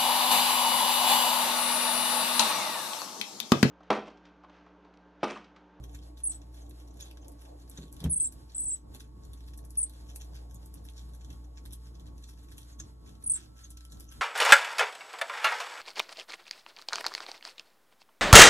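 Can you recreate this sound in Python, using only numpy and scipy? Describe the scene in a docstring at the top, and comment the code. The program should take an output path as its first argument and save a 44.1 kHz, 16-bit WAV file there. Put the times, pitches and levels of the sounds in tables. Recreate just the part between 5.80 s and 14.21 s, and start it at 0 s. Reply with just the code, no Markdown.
"""Marmosets eating in a kitchen

Two marmosets eat from a hand on a kitchen counter, close to the microphone.
Five very high chirps, whistles with a quickly swinging pitch, sound over chewing made of tiny noisy clicks.
Short pushes make the counter ring as a hop thumps it. An appliance hums and whines faintly with slowly
wavering sine tones, and filtered noise makes the rumble, rushing, air and hollow drone of the room."""
import sys
import numpy as np
from scipy import signal
from scipy.fft import rfft, irfft, next_fast_len
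from scipy.io import wavfile
from scipy.ndimage import uniform_filter1d, map_coordinates

SR = 44100
rng = np.random.default_rng(int(sys.argv[2]) if len(sys.argv) > 2 else 0)


def master(y):
    """Save y as 16-bit WAV."""
    cut = np.clip(np.atleast_2d(y).T, -1, 1)
    pcm = np.round(cut * 32767)  # scale
    wavfile.write(sys.argv[1], SR, pcm.astype(np.int16))


N = 370881
TIME = np.arange(N) / SR
LEAD_S = .04  # a smack, squelch or scuff builds up for this long before its release


def from_db(db):
    """Turn decibels into a gain."""
    return 10 ** (np.asarray(db) / 20)


def rms_one(x):
    """Scale a sound to an average power of 1."""
    return x / np.sqrt(np.mean(x ** 2) + 1e-20)


def in_time(rows):
    """Join (seconds, value) rows by straight lines."""
    return np.interp(TIME, *np.transpose(rows))


def at_hz(points, hz):
    """Read a (Hz, value) table between its rows, on a log-frequency axis."""
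    known, values = np.transpose(points)
    return np.interp(np.log(np.maximum(hz, 1)), np.log(known), values)


def drift(rate):
    """Smooth random wandering with spread 1; a higher rate (per second) wanders faster."""
    knots = signal.resample_poly(rng.standard_normal(int(N / SR * rate) + 8), 8, 1)
    return rms_one(np.interp(TIME * rate * 8, np.arange(len(knots)), knots))


def resonance(x, hz, width):
    """Ring at one pitch, as a hollow space does: a two-pole filter with gain 1 on top."""
    r = np.exp(-np.pi * width / SR)
    feedforward = np.array([1, 0, -1]) * (1 - r * r) / 2
    feedback = [1, -2 * r * np.cos(2 * np.pi * hz / SR), r * r]
    return signal.lfilter(feedforward, feedback, x + 1e-18)


def butterworth(x, order, hz, kind):
    """Keep only the low, high or middle (band) part of a sound."""
    return signal.sosfilt(signal.butter(order, hz, kind, fs=SR, output="sos"), x)


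def add(track, s, sound):
    """Mix a short sound in at time s."""
    start = int(np.clip(s * SR, 0, N - 1))
    track[start:start + len(sound)] += sound[:N - start]


def chirp_pitch(t, s, pitch):
    """The whistle's pitch (Hz) swings smoothly between the troughs and tops of its warble."""
    top_sharpness = 1.45  # above 1: broad troughs, quick tops
    leg = np.clip(np.searchsorted(s, t, "right") - 1, 0, len(s) - 2)
    step = np.diff(pitch)[leg]
    progress = (t - s[leg]) / np.diff(s)[leg]
    height = .5 - .5 * np.sign(step) * np.cos(np.pi * progress)
    return np.minimum(pitch[leg], pitch[leg + 1]) + np.abs(step) * height ** top_sharpness


def chirps(jitter_hz, shimmer_db, rasp_hz):
    """A nearly pure whistle warbles and breaks off; in a rasp a second, slow vibration chops it into pulses."""
    # One list per chirp, the troughs and tops of its warble.
    # Each row: time in seconds, pitch in Hz, level in dB.
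    warbles = [
        [(.434, 9400, -32), (.439, 9280, -30), (.451, 10100, -31), (.471, 8550, -28), (.488, 9700, -33),
         (.504, 7850, -35), (.522, 9400, -34), (.547, 7800, -43), (.564, 8600, -51)],
        [(2.296, 9300, -34), (2.301, 8950, -31), (2.315, 10500, -28.5), (2.334, 8400, -23.5),
         (2.351, 10900, -31), (2.369, 8400, -26), (2.386, 10100, -30), (2.413, 8050, -23), (2.429, 9600, -31),
         (2.452, 7550, -30), (2.469, 8250, -32), (2.476, 8100, -29.5)],
        [(2.746, 7900, -39), (2.757, 7780, -35), (2.769, 9500, -34), (2.788, 7780, -33), (2.808, 9650, -31.5),
         (2.827, 7750, -35), (2.846, 9600, -33), (2.868, 7750, -33), (2.889, 8900, -31), (2.911, 7620, -33),
         (2.930, 8180, -31.5), (2.949, 7850, -33)],
        [(3.971, 9560, -29), (3.982, 9520, -24.5), (4.006, 8900, -31), (4.018, 8950, -27.5),
         (4.033, 8300, -25.5), (4.042, 9300, -31)],
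        [(7.438, 9250, -41), (7.453, 10300, -37), (7.469, 8900, -31), (7.485, 10800, -26), (7.508, 8250, -26),
         (7.526, 9600, -24), (7.555, 7550, -35), (7.570, 8750, -30)],
    ]
    # The voice breaks into a rasp. Each row: middle in seconds, half length in seconds, pitch swing in Hz.
    rasps = [(2.378, .005, 550), (4.037, .004, 280), (7.519, .005, 450)]
    # The voice drops out briefly, often near a top of the warble.
    # Each row: start in seconds, end in seconds.
    breaks = [(.486, .493), (.517, .544), (2.346, 2.359), (2.383, 2.399), (2.773, 2.780), (2.849, 2.853),
              (4.020, 4.029), (7.447, 7.461), (7.479, 7.496), (7.523, 7.535)]
    rasp_db, break_db = 5, 22  # a rasp is pressed out louder; a break drops the voice
    accent_db, accent_s = 4, .006  # after a break the voice comes back with a push
    attack_s = .002  # the voice starts and stops this quickly

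    bells = [np.exp(-((TIME - s) / half) ** 2) for s, half, swing in rasps]
    rasp = sum(bells)
    flutter = np.sin(2 * np.pi * rasp_hz * TIME + drift(300))
    swing_hz = sum(bell * row[2] for bell, row in zip(bells, rasps))
    shake_hz = flutter * swing_hz + jitter_hz * drift(900)
    pulsing = 1 - np.minimum(2 * rasp, 1) * (1 - flutter) / 2

    silent = sum(1.0 * ((TIME > a) & (TIME < b)) for a, b in breaks)
    broken = uniform_filter1d(silent, int(attack_s * SR))
    accent = sum((TIME > b) * np.exp(-np.abs(TIME - b) / accent_s) for a, b in breaks)
    effort_db = rasp_db * rasp + accent_db * accent + shimmer_db * drift(360) - break_db * broken

    out = np.zeros(N)
    for turns in warbles:
        s, pitch, level_db = np.transpose(turns)
        t = np.arange(s[0], s[-1], 1 / SR)
        span = int(s[0] * SR) + np.arange(len(t))
        hz = chirp_pitch(t, s, pitch) + shake_hz[span]
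        edge = np.clip(np.minimum(t - s[0], s[-1] - t) / attack_s, 0, 1)
        envelope = np.sin(np.pi / 2 * edge) ** 2
        gain = envelope * pulsing[span] * from_db(np.interp(t, s, level_db) + effort_db[span])
        out[span] += np.sqrt(2) * gain * np.sin(2 * np.pi * np.cumsum(hz) / SR)
    return out


def chewing(bite_db, crisp_db, mouth_top_hz):
    """Smacks ring in the mouth, dry ones with a click, moist ones as a soft swell; food snaps and squelches."""
    # The louder lip smacks and bites. Each row: release in seconds, level in dB before bite_db,
    # treble against middle in dB before crisp_db and bite_db, moistness (stretches the smack).
    bites = [(0.149, -44, -9, 1.23), (0.5197, -44.5, -11, 0.87), (0.6175, -54, -15, 0.64),
             (1.2088, -38.5, -12, 0.84), (1.245, -50, -8, 2.9), (1.3125, -48, -7, 0.47),
             (1.372, -48, -14, 0.28), (1.652, -54, -13, 0.71), (1.9751, -42, -17, 0.6),
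             (2.0225, -47, -13, 1.7), (2.204, -44, -8, 0.99), (2.2408, -38, -3.5, 0.28),
             (3.148, -44.5, -4, 0.73), (3.205, -45.5, -7, 0.82), (4.299, -47, -13.5, 2),
             (4.4115, -43.5, -12, 1.06), (4.554, -45.5, -19, 1.9), (5.0873, -50, -13, 0.28),
             (5.179, -46, -14, 1.8), (5.5047, -47, -14, 0.9), (5.7737, -46, -21, 1),
             (5.859, -50, -2.5, 1.1), (5.9306, -47.5, 4, 0.76), (6.152, -53, -16, 1),
             (6.440, -47, -17, 0.9), (6.4906, -46, -5.5, 0.88), (6.7172, -48, -6.5, 1.2),
             (6.7812, -43.5, -3.5, 0.73), (7.0005, -41, -17, 0.63), (7.5623, -42.5, -17, 3.4),
             (7.916, -54, -18, 1.1), (7.9728, -43.5, -11, 0.23), (8.051, -53, 0, 0.28),
             (8.121, -47, -9, 0.9), (8.206, -54, 2, 0.55), (8.3225, -44.5, -5.5, 1.3)]
    # Saliva squelches between the teeth. Each row: middle in seconds, level in dB.
    squelches = [(.82, -60.5), (1.111, -70), (1.226, -45.5), (1.421, -61), (4.76, -56), (6.89, -63),
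                 (6.93, -59.5), (7.003, -48.5), (7.639, -64), (7.846, -48), (8.29, -54.5)]
    # Crisp food snaps. Each row: release in seconds, level in dB.
    snaps = [(0.896, -44), (1.482, -40), (1.519, -47), (1.898, -39.5), (2.127, -38.5), (2.524, -36),
             (3.776, -39.5), (3.851, -44.5), (3.906, -39.5), (4.096, -43), (4.36, -27.5), (4.745, -41),
             (4.86, -42), (4.941, -38), (7.906, -36), (8.199, -38)]
    # faint chewing at random times among the bites, levels before bite_db
    nibbles_per_s, nibble_db, nibble_spread_db = 20, -60, 7
    soften_db = 6  # moisture cushions the release click by this much per unit

    wet, crisp = np.zeros(N), np.zeros(N)
    chances = rng.random((300, 5))
    share = nibbles_per_s * N / SR / len(chances)
    nibbles = [(when * N / SR, nibble_db + nibble_spread_db * size, -18 + 16 * bright, .5 + moist)
               for when, chance, size, bright, moist in chances if chance < share]
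    for s, level, treble, moist in list(bites) + nibbles:
        moist = np.clip(moist, .3, 2.5)
        click_db = soften_db * (.5 - moist)
        burst = crackle(smear_db=-10, rise_s=.008 * moist, fall_s=.015 * moist, click_db=click_db)
        smack = gliding(mouth(burst, gape_spread=.04, colour_db=2.5))
        add(wet, s - LEAD_S, from_db(level + bite_db) * smack)
        add(crisp, s - LEAD_S, from_db(level + treble + crisp_db) * burst)
    for s, level in squelches:
        add(wet, s - LEAD_S, from_db(level) * squelch())
    for s, level in snaps:
        add(crisp, s - LEAD_S, from_db(level) * crackle(smear_db=-13, rise_s=.005, fall_s=.011))
    wet = butterworth(wet, 3, mouth_top_hz, "low")
    return wet + resonance(crisp, 10500, 3200) + from_db(-9.5) * resonance(crisp, 8700, 2200)


def crackle(smear_db, rise_s, fall_s, click_db=0):
    """One click at LEAD_S and its short ring, inside a flurry of tiny uneven ticks that builds and dies away."""
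    ticks_per_s, tick_s, tick_spread_db = 420, .00025, 6  # tiny fractures around the release
    release_db, ring_db, ring_t60_s = 4.5, -6, .009  # release click and its ring, before click_db
    t = TIME[:SR // 7] - LEAD_S
    noise, sizes = rng.standard_normal((2, len(t)))
    ticks = (rng.random(len(t)) < ticks_per_s / SR) * from_db(tick_spread_db * np.minimum(sizes, 1))
    grains = .6 + 2.6 * signal.lfilter([1], [1, -np.exp(-1 / (tick_s * SR))], ticks)
    smear = from_db(smear_db) * np.exp(np.minimum(t / rise_s, -t / fall_s))
    ring = from_db(ring_db - 60 * np.abs(t) / ring_t60_s)
    click = from_db(release_db) * np.exp(-np.abs(t) / tick_s)
    release = (t >= 0) * (ring + click)
    return noise * (from_db(click_db) * release + grains * smear)


def mouth(burst, gape_spread, colour_db):
    """Air in the mouth rings at several pitches; its size and colour are drawn anew for each smack."""
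    # The mouth's resonances. Each row: pitch in Hz before the random size, width in Hz,
    # level in dB before the random colour.
    resonances = [(1730, 820, -6), (3226, 680, 0), (4050, 670, 0), (5325, 560, -1.5), (6730, 1130, -1)]
    size = np.exp(gape_spread * np.clip(rng.standard_normal(), -2, 2))
    gains = rms_one(from_db(colour_db * rng.standard_normal(len(resonances))))
    return sum((-1) ** k * gains[k] * from_db(db) * resonance(burst, hz * size, width)
               for k, (hz, width, db) in enumerate(resonances))


def gliding(sound):
    """The jaw moves, so the pitch of a mouth sound slides up or down around its release."""
    glide_per_s = 2.5  # fastest slide, as a share of the pitch
    t = TIME[:len(sound)]
    warped = t + rng.uniform(-1, 1) * glide_per_s * (t - LEAD_S) ** 2 / 2
    return map_coordinates(sound, [warped * SR])


def squelch():
    """A soft, clickless fizz swells and fades in a narrow gap of the mouth; rms about 1 at its height."""
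    high_hz, low_hz, width_hz = 6450, 3330, 490  # pitches before the random shift
    low_db, swell_s = -12.5, .0058  # the mouth's lower resonance answers too
    t = TIME[:SR // 7] - LEAD_S
    shift = width_hz * rng.uniform(-0.59, 0.6)

    def fizz(hz):
        """Noise rings in two resonances in a row, a narrow and a wide one."""
        narrow = resonance(rng.standard_normal(len(t)), hz + shift, width_hz)
        return rms_one(resonance(narrow, hz + shift, 2 * width_hz))

    both = fizz(high_hz) + from_db(low_db) * fizz(low_hz)
    return gliding(both) * np.exp(-np.abs(t) / swell_s)


def footfalls(scuff_db):
    """Soft feet push the counter top; longer contacts wake only its low modes, and fur and claws scuff."""
    # Feet on the counter. Each row: landing in seconds, level of the push in dB, contact time in seconds.
    steps = [(0.149, -40.5, 0.0066), (1.986, -41.5, 0.0018), (2.031, -45, 0.002), (2.215, -36, 0.0044),
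             (2.241, -34.5, 0.0015), (2.252, -22.5, 0.0037), (2.266, -27.5, 0.0045),
             (3.150, -54.5, 0.00076)]
    # Ringing modes of the counter top. Each row: pitch in Hz, level in dB, time to fall by 60 dB in seconds.
    modes = [(50, -12, 0.22), (74, -3.5, 0.21), (102, -0.5, 0.12), (128, -7, 0.1), (162, -2.5, 0.24),
             (254.5, -7.5, 0.13), (310, -16, 0.044), (390, -20, 0.053), (530, -3, 0.021), (803, 4, 0.033)]
    # the crowd of weaker modes of counter and cabinet
    shudder_db, shudder_t60_s, shudder_top_hz = -4, .26, 520

    push, scuff, t = np.zeros(N), np.zeros(N), TIME[:SR // 2]
    hardest = min(contact for s, level, contact in steps)  # brief contacts scuff most
    for s, level, contact in steps:
        pulse = np.sin(np.pi * np.minimum(t / contact, 1))
        add(push, s, from_db(level) * pulse / pulse.sum())
        scrape = crackle(smear_db=-2.0, rise_s=0.0094, fall_s=0.017)
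        add(scuff, s - LEAD_S, from_db(level + scuff_db) * hardest / contact * scrape)
    body = sum(from_db(db - 60 * t / t60) * np.cos(2 * np.pi * hz * t) for hz, db, t60 in modes)
    crowd = rms_one(butterworth(rng.standard_normal(len(t)), 2, [modes[1][0], shudder_top_hz], "band"))
    body = body + crowd * from_db(shudder_db - 60 * t / shudder_t60_s)
    body = butterworth(body, 2, 34, "high")  # the counter radiates little below 34 Hz
    return -signal.fftconvolve(push, body)[:N] + resonance(scuff, 460, 380)


def kitchen(x, wet_db, t60, tail_db=-20, tail_t60=0.15):
    """Direct sound at two microphone ports, dense echoes off counter and bodies, and a faint room tail."""
    # How the direct sound differs between the ports. Each row: pitch in Hz, lead of the left in radians.
    port_phase = [(0, -5.5), (2400, 4.5), (3500, 2), (4600, 3), (6200, 7), (8300, 8.5), (10800, 12),
                  (11700, 13.5), (13000, 9)]
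    size = next_fast_len(N + SR)
    hz = np.fft.rfftfreq(size, 1 / SR)
    t = TIME[:SR // 2]
    decay = from_db(-60 * t / t60) + from_db(tail_db - 60 * t / tail_t60)
    decay = decay * (t > .0015)  # the first echo needs a moment to arrive
    echoes = rng.standard_normal((2, len(t))) * decay / np.sqrt(np.sum(decay ** 2))
    ports = np.exp(-1j * np.interp(hz, *np.transpose(port_phase)) * [[0], [1]])
    return irfft(rfft(x, size) * (ports + from_db(wet_db) * rfft(echoes, size)), size)[:, :N]


def appliance(waver):
    """Mains hum with unsteady overtones, and thin motor tones that reach each port in their own phase."""
    # Level of the mains hum. Each row: time in seconds, level in dB before a slight waver.
    hum_level = [(0.0, -45.5), (0.28, -48.5), (0.89, -47.5), (1.43, -50), (2.2, -52), (2.36, -59),
                 (2.55, -51.5), (2.69, -53.5), (3.23, -51.5), (3.63, -46.5), (4.14, -48), (4.5, -43.5),
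                 (4.94, -49), (5.32, -45.5), (7.33, -52), (7.64, -55.5), (7.99, -49.5), (8.41, -51.5)]
    # Parts of the hum. Each row: multiple of the hum's pitch, level in dB against the hum level.
    hum_orders = [(1, 1), (2, -16), (3, -22.5), (5, -22.5)]
    # Motor tones. Each row: pitch in Hz, level in dB before fade and waver.
    motor_tones = [(442.5, -73.5), (886.5, -75.5), (1108, -75.5)]
    # Slow fade of the motor tones. Each row: time in seconds, change in dB.
    whine_fade = [(0, -1), (4.5, -0.5), (7.3, -2), (8, -17.5)]
    # One more tone that sings up late. Each row: time in seconds, level in dB before waver.
    singing = [(0, -104), (7.1, -84), (7.5, -76.5), (8.41, -72)]
    hum_hz, singing_hz, whine_waver_db = 58.93, 1330, 2.5

    phase = 2 * np.pi * hum_hz * TIME
    hum = sum(from_db(db) * np.sin(round(k) * phase + waver * (k - 1) * drift(7)) for k, db in hum_orders)
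    tones = [(hz, db + in_time(whine_fade)) for hz, db in motor_tones]
    tones = tones + [(singing_hz, in_time(singing))]
    whine = 0
    for hz, db in tones:
        gain = from_db(db + whine_waver_db * drift(18))
        port_offset = np.array([[0], [1.1]])  # radians, left and right
        whine = whine + gain * np.sin(2 * np.pi * hz * TIME + 1.4 * drift(9) + port_offset)
    return np.sqrt(2) * (from_db(in_time(hum_level) + 0.45 * drift(6.4)) * hum + whine)


def diffuse_noise(colour):
    """Stereo noise arriving from all around, rms 1: left and right are alike at some pitches, not at others."""
    # Each row: pitch in Hz, left-right likeness (held between -1 opposite and 1 the same).
    likeness = [(60, 0.87), (130, 0.95), (280, 0.54), (600, -0.38), (1300, -0.35), (2800, 0.37),
                (4600, -1.27), (6800, 1), (9000, -1.21), (11200, 0.9), (13000, -1.3)]
    size = next_fast_len(N)
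    hz = np.fft.rfftfreq(size, 1 / SR)
    mid, side = rfft(rng.standard_normal((2, size)))
    alike = np.clip(at_hz(likeness, hz), -1, 1)
    pair = np.sqrt(1 + alike) * mid + np.sqrt(1 - alike) * side * [[1], [-1]]
    return rms_one(irfft(pair * from_db(at_hz(colour, hz)), size)[:, :N])


def rumble():
    """Low noise with an unsteady level rumbles in the room."""
    # Each row: time in seconds, level in dB before the 11 dB lift below.
    level = [(0, -62), (.35, -78.5), (.6, -68.5), (2.1, -70), (2.5, -66), (3.3, -67), (8.41, -67.5)]
    # Each row: pitch in Hz, relative strength in dB per Hz.
    colour = [(25, -14.5), (42, 6), (80, 4.5), (125, 3), (200, -4.5), (300, -1.5), (430, -14), (700, -19.5),
              (1100, -18.5), (1600, -36.5), (3000, -55.5)]
    return from_db(in_time(level) + 11.0 + 2.86 * drift(10)) * diffuse_noise(colour)


def rush():
    """A soft rushing noise swells and sinks."""
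    # Each row: time in seconds, level in dB before its random wandering.
    level = [(0, -60.5), (.35, -65), (.6, -63), (1.65, -58.5), (2.1, -65.5), (3.4, -74.5), (4.5, -62.5),
             (5, -70.5), (7.2, -72), (7.6, -74)]
    # Each row: pitch in Hz, relative strength in dB per Hz.
    colour = [(150, -35.5), (300, 0.5), (700, 5), (1100, -9), (2000, -54), (5000, -42)]
    return from_db(in_time(level) + 2.6 * drift(12)) * diffuse_noise(colour)


def drone():
    """Noise through a narrow resonance near five times the hum's pitch: a hollow drone that dies down."""
    # Each row: time in seconds, level in dB.
    level = [(0, -62), (1.6, -59), (2.6, -67.5), (8.41, -74)]
    hollow = resonance(rng.standard_normal(N), hz=298.1, width=18)
    return from_db(in_time(level)) * rms_one(hollow)


def air():
    """Faint, airy noise with a wandering level."""
    # Each row: pitch in Hz, relative strength in dB per Hz.
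    colour = [(700, 0), (1500, 4.5), (2500, -6), (4400, 6), (6000, -3), (8000, 2), (12500, -2),
              (15000, -33)]
    return from_db(-69.0 + 3.5 * drift(15)) * diffuse_noise(colour)


def scene():
    """The animals close by, the appliance and the room behind them."""
    whistle = chirps(jitter_hz=55, shimmer_db=1.8, rasp_hz=680)
    whistle = from_db(-0.6) * butterworth(whistle, 4, (7300, 10900), "band")  # the throat passes only this
    voice = kitchen(whistle, wet_db=-5.5, t60=.08, tail_db=-25, tail_t60=.2)
    eating = kitchen(chewing(bite_db=8.0, crisp_db=9.5, mouth_top_hz=8470), wet_db=-4.5, t60=0.094)
    hops = footfalls(scuff_db=5.0)
    left_right_db = [[-.7], [.7]]
    room = (rumble() + rush() + drone()) * from_db(left_right_db) + air()
    return voice + eating + hops + appliance(waver=0.6) + room


def record(dry):
    """The top is cut steeply above 13400 Hz."""
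    return signal.sosfilt(signal.ellip(10, .2, 70, 13400, fs=SR, output="sos"), dry)


dry = scene()
out = record(dry)
master(out)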